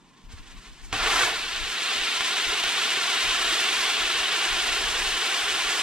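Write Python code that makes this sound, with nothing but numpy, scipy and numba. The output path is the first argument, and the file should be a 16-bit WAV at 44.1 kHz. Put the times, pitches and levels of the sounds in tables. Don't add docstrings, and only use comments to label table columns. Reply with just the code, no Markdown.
import sys
import numpy as np
from scipy import signal
from scipy.fft import rfft, irfft, next_fast_len
from scipy.io import wavfile
from scipy.ndimage import uniform_filter1d, map_coordinates
from numba import njit

SR = 44100
rng = np.random.default_rng(int(sys.argv[2]) if len(sys.argv) > 2 else 0)


def store_pcm(level_fs):
    pcm = np.round(np.clip(level_fs, -1, 1) * 32767).astype(np.int16)
    wavfile.write(sys.argv[1], SR, np.atleast_2d(pcm).T)


N = 256662
TIME = np.arange(N) / SR
FFT_SIZE = next_fast_len(N + SR // 4)
FREQS = np.arange(FFT_SIZE // 2 + 1) * SR / FFT_SIZE
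CATCH_S, CHARGE_S = .925, 1.35


def undb(db):
    return 10 ** (np.asarray(db) / 20)


def unit(x):
    return x / np.sqrt(np.mean(x ** 2))


def curves(table):
    s, *columns = np.transpose(table)
    return [np.interp(TIME, s, column) for column in columns]


def spectrum(points):
    hz, values = np.transpose(points)
    return np.interp(np.log(FREQS + 1), np.log(hz), values)


def shape(x, gain):
    return irfft(rfft(x, FFT_SIZE) * gain, FFT_SIZE)[..., :N]


def delay(x, ms):
    return map_coordinates(x, [np.arange(N) - ms * SR / 1000], order=3)


def walk(rate):
    k = int(SR / rate)
    held = rng.standard_normal(N // 32)[np.arange(N) // k]
    smooth = uniform_filter1d(held, k)
    return unit(uniform_filter1d(smooth, k))


def ramp(start, rise):
    return .5 + .5 * np.tanh((TIME - start) / rise)


def ring(start, t60):
    age = TIME - start
    return (age >= 0) * np.exp(-np.log(1000) * np.abs(age) / t60)


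def night():
    # pitch_hz, level_db
    air_colour = [(80, -21), (120, -1), (175, 2.5), (280, 2), (430, -10.5), (700, -16), (1040, -2),
                  (1600, -31), (3400, -57), (8000, -29), (11000, -48), (15000, -56)]
    air = rng.standard_normal(N) + .5 * rng.standard_normal((2, N))
    level_db = -57.5 + 0.43 * walk(15)
    return unit(shape(air, undb(spectrum(air_colour)))) * undb(level_db)


def wind():
    # start_s, length_s, level_db (before flutter and side balance)
    gust_table = [(0.238, 0.36, -47.5), (0.672, 0.063, -45), (0.796, 0.93, -46.5), (1.958, 0.077, -43.5),
                  (2.47, 0.042, -44), (2.636, 0.047, -45), (3.23, 0.32, -47), (3.798, 0.029, -49),
                  (4.004, 0.092, -43), (4.134, 0.1, -48), (4.478, 0.27, -44), (4.783, 0.4, -44),
                  (5.424, 0.04, -49), (5.51, 0.13, -50.5), (5.653, 0.058, -51)]
    # pitch_hz, level_db
    wind_colour = [(10, -44), (22, -2.5), (42, -4), (65, -15.5), (100, -24), (200, -25), (600, -61.5)]
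    attack_s, release_s, flutter_db, calm_db = .012, .018, 3.2, -69
    gusts = np.zeros(N)
    for start_s, length_s, level_db in gust_table:
        held = ramp(start_s, attack_s) * (1 - ramp(start_s + length_s, release_s))
        gusts += undb(level_db) * held
    eddies = unit(shape(rng.standard_normal((2, N)), undb(spectrum(wind_colour))))
    flutter = undb(flutter_db * walk(18))
    sides = undb([[1], [-1.8]])
    return eddies * (gusts + undb(calm_db)) * flutter * sides


def scatter(x, turn, spread_ms, swing_ms, count):
    out = np.zeros(N)
    for distance, side in rng.random((count, 2)):
        swing = swing_ms * np.cos(2 * np.pi * (turn + side))
        ms = 4 + spread_ms * distance ** 2 + swing
        out += delay(x, ms) * rng.choice([-1, 1])
    return out / np.sqrt(count)


def outdoors(x, turn):
    # pitch_hz, level_db
    tree_share = [(100, -7), (500, -12.5), (1300, -9.5), (3000, -7), (5500, -7), (9000, -4), (14000, 11)]
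    # delay_ms, level_db
    near_paths = [(2.38, -14), (2.47, -20)]
    # pitch_hz, level_db
    near_colour = [(800, 1), (3000, -20), (6000, 10.5), (13000, 18)]
    # pitch_hz, difference_db
    port_difference = [(100, 0.5), (700, -1), (1300, -1.3), (2400, 1), (4200, 0.3), (6500, -2.5),
                       (8200, -6), (10000, -6), (12500, -10), (15000, -8)]
    left_lag_ms = 0.036
    echoes = np.array([scatter(x, turn, spread_ms=60, swing_ms=0.399, count=8) for _ in range(2)])
    share = undb(spectrum(tree_share))
    near_sound = shape(x, undb(spectrum(near_colour)))
    near = np.array([undb(db) * delay(near_sound, ms) for ms, db in near_paths])
    direct = np.array([delay(x, left_lag_ms), x])
    both = direct + near + shape(echoes, share)
    ports = undb(np.outer([.5, -.5], spectrum(port_difference)))
    return shape(both, ports / np.sqrt(1 + share ** 2 / 2))


def road(x, turn):
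    # pitch_hz, level_db
    road_share = [(100, -8), (600, -4), (1500, -5), (4000, -11), (9000, -10.5), (15000, -25)]
    # pitch_hz, turn_radians
    snow_phase = [(100, -0.66), (500, 0.27), (900, -0.52), (1500, -0.58), (2700, -1.16), (4000, -0.035)]
    echo_ms, swing_ms = 2.73, .186
    bounce = shape(x, undb(spectrum(road_share)) * np.exp(1j * spectrum(snow_phase)))
    return x + delay(bounce, echo_ms + swing_ms * np.cos(2 * np.pi * turn))


def wheel_turn():
    # time_s, turns_per_s
    spin = [(0.0, 8.16), (0.7, 7.86), (1.0, 7.63), (1.4, 8.86), (2.0, 8.87), (2.6, 9.27), (3.2, 9.81),
            (3.8, 10.56), (4.4, 11.05), (5.0, 11.27), (5.82, 11.74)]
    speed, = curves(spin)
    start_turn = .858
    return start_turn + np.cumsum(speed) / SR


def puffs():
    # start_s, pitch_hz, peak_db, decay_t60_s
    puff_table = [(0.337, 76.4, -29.5, 0.063), (0.925, 99, -34, 0.21), (0.927, 290, -37, 0.25),
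                  (1.23, 109, -40, 0.13), (2.528, 428, -28, 0.061), (2.974, 406, -30, 0.049)]
    out = np.zeros(N)
    for start_s, pitch_hz, peak_db, t60_s in puff_table:
        tone = np.sin(2 * np.pi * pitch_hz * (TIME - start_s))
        out += undb(peak_db) * ring(start_s, t60_s) * tone
    return out


def cracks():
    # start_s, starting_level_db, decay_t60_s
    crack_table = [(0.928, -19, 0.014), (0.939, -21, 0.011), (2.208, -17, 0.007), (2.638, -18, 0.012),
                   (2.973, -24, 0.0088), (4.586, -31, 0.016), (5.481, -24, 0.017)]
    # pitch_hz, level_db
    crack_colour = [(100, -20), (400, -7), (1200, 0), (3200, -2), (6000, -12), (10000, -26), (15000, -46)]
    burst = sum(undb(db) * ring(start_s, t60_s) for start_s, db, t60_s in crack_table)
    return burst * unit(shape(rng.standard_normal(N), undb(spectrum(crack_colour))))


def jet(stage, colour, turn, spark_db, spark_rate, spark_spread_db, sputter_db, beam_db):
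    roar_db, hiss_db = stage
    split_hz = 4700
    sizes = undb(spark_spread_db * np.minimum(rng.exponential(size=N), 4)) * rng.choice([-1, 1], N)
    sparks = unit(sizes * (rng.random(N) < spark_rate / SR))
    gas = rng.standard_normal(N) * undb(sputter_db * walk(70))
    flow = gas + undb(spark_db) * sparks
    gain = undb(spectrum(colour))
    low = 1 / np.sqrt(1 + (FREQS / split_hz) ** 20)
    roar = unit(shape(flow, gain * low))
    hiss = unit(shape(flow, gain * (1 - low)))
    facing = np.cos(2 * np.pi * (turn - .8))
    roar_level = undb(roar_db + 0.19 * walk(60))
    hiss_level = undb(roar_db + hiss_db + beam_db * facing + 0.83 * walk(70))
    return roar * roar_level + hiss * hiss_level


def fuse_levels():
    # time_s, length_s, roar_lift_db, extra_hiss_lift_db
    flares = [(0.323, 0.019, 3, 4.5), (.385, 0.028, 4.5, -4), (.51, 0.042, 0, 0), (.658, 0.046, 4.5, -2),
              (0.841, 0.048, 4, 5), (0.922, 0.03, 10.5, -6)]
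    smoulder_db, smoulder_db_per_s, smoulder_hiss_db = -64.5, 17, -8.5
    fizz_db, fizz_hiss_db = -53.5, -7.5
    lit = ramp(.311, 0.0065)
    roar_db = (1 - lit) * (smoulder_db + smoulder_db_per_s * TIME) + lit * fizz_db
    hiss_db = (1 - lit) * smoulder_hiss_db + lit * fizz_hiss_db
    for time_s, length_s, lift_db, bright_db in flares:
        flare = np.exp(-(2 * (TIME - time_s) / length_s) ** 2)
        roar_db = roar_db + lift_db * flare
        hiss_db = hiss_db + bright_db * flare
    return roar_db, hiss_db


def fuse_jet(turn):
    # pitch_hz, level_db
    fuse_colour = [(150, -12), (350, -5), (600, -8.5), (1100, -2.5), (1800, 0), (3500, -0.5), (5000, -5.5),
                   (8000, -10), (11000, -26), (15000, -35)]
    return jet(fuse_levels(), fuse_colour, turn, spark_db=-9.0, spark_rate=870, spark_spread_db=4,
               sputter_db=2.0, beam_db=1.0)


def priming_levels():
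    start_db, full_db, full_hiss_db = -29.5, -23, -9.5
    build_s, spent_s, burnout_db_per_s = 0.22, 1.238, 53
    hiss_db_per_db = 0.8
    to_build = np.clip(1 - (TIME - CATCH_S) / build_s, 0, 1)
    burnt_db = burnout_db_per_s * np.maximum(TIME - spent_s, 0)
    below_db = (full_db - start_db) * to_build + burnt_db
    return full_db - below_db, full_hiss_db - hiss_db_per_db * below_db


def priming_jet(turn):
    # pitch_hz, level_db
    priming_colour = [(80, -25), (200, -17), (400, -14), (800, -7.5), (1400, -5), (2200, -6.5),
                      (3400, -6.5), (5000, -12.5), (8200, -19.5), (12000, -33.5), (15000, -44)]
    return jet(priming_levels(), priming_colour, turn, spark_db=-7.5, spark_rate=2100, spark_spread_db=2.0,
               sputter_db=1.1, beam_db=0)


@njit
def resonate(x, hz, width):
    y, band, low = np.empty(len(x)), 0., 0.
    for i in range(len(x)):
        g = np.tan(np.pi * hz[i] / SR)
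        k = width / hz[i]
        v = (band + g * (x[i] - low)) / (1 + g * (g + k))
        band = 2 * v - band
        low = low + 2 * g * v
        y[i] = k * v
    return y


def tube(x):
    # time_s, pitch_hz
    cavity = [(1.4, 4500), (2, 4070), (2.8, 3570), (3.5, 3480), (4.3, 3170), (5.8, 3240)]
    width_hz, cavity_db = 1860., -17.5
    body_hz, body_width_hz = 690., 1300.
    body_db_per_s, neutral_s = 1.1, 4
    hz, = curves(cavity)
    edge = undb(cavity_db) * resonate(resonate(x, hz, width_hz), hz, width_hz)
    body = resonate(x, np.full(N, body_hz), body_width_hz)
    body_growth = undb(body_db_per_s * (TIME - neutral_s)) - 1
    return x + edge + body * body_growth


def charge_jet(turn):
    # time_s, roar_db, hiss_relative_to_roar_db
    strength = [(1.36, -28, -11), (1.43, -31, -12.5), (1.69, -31, -10.5), (1.88, -27, -11.5),
                (3.66, -25.5, -9.5), (4.33, -26.5, -11.5), (5.06, -28, -8.5), (5.76, -27.5, -9),
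                (5.8, -28.5, -7)]
    # pitch_hz, level_db
    charge_colour = [(90, -25), (200, -15), (420, -10.5), (680, -8), (1450, -1.5), (2150, -2), (2850, 1.5),
                     (3800, -1.5), (4900, -7), (6600, -11.5), (8300, -13.5), (10300, -24), (12500, -30),
                     (15000, -40.5)]
    return tube(jet(curves(strength), charge_colour, turn, spark_db=-7.5, spark_rate=800, spark_spread_db=4,
                    sputter_db=0.73, beam_db=1.07))


def scene():
    turn = wheel_turn()
    caught, white = ramp(CATCH_S, 0.0028), ramp(CHARGE_S, 0.047)
    burn = (1 - caught) * fuse_jet(turn)
    burn += caught * np.sqrt(1 - white) * priming_jet(turn)
    burn += np.sqrt(white) * charge_jet(turn)
    wheel = road(burn + cracks(), turn)
    return outdoors(wheel, turn) + puffs() + wind() + night()


def record(dry):
    top_hz = 15600
    return signal.sosfilt(signal.ellip(10, .2, 80, top_hz, fs=SR, output="sos"), dry)


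dry = scene()
out = record(dry)
store_pcm(out)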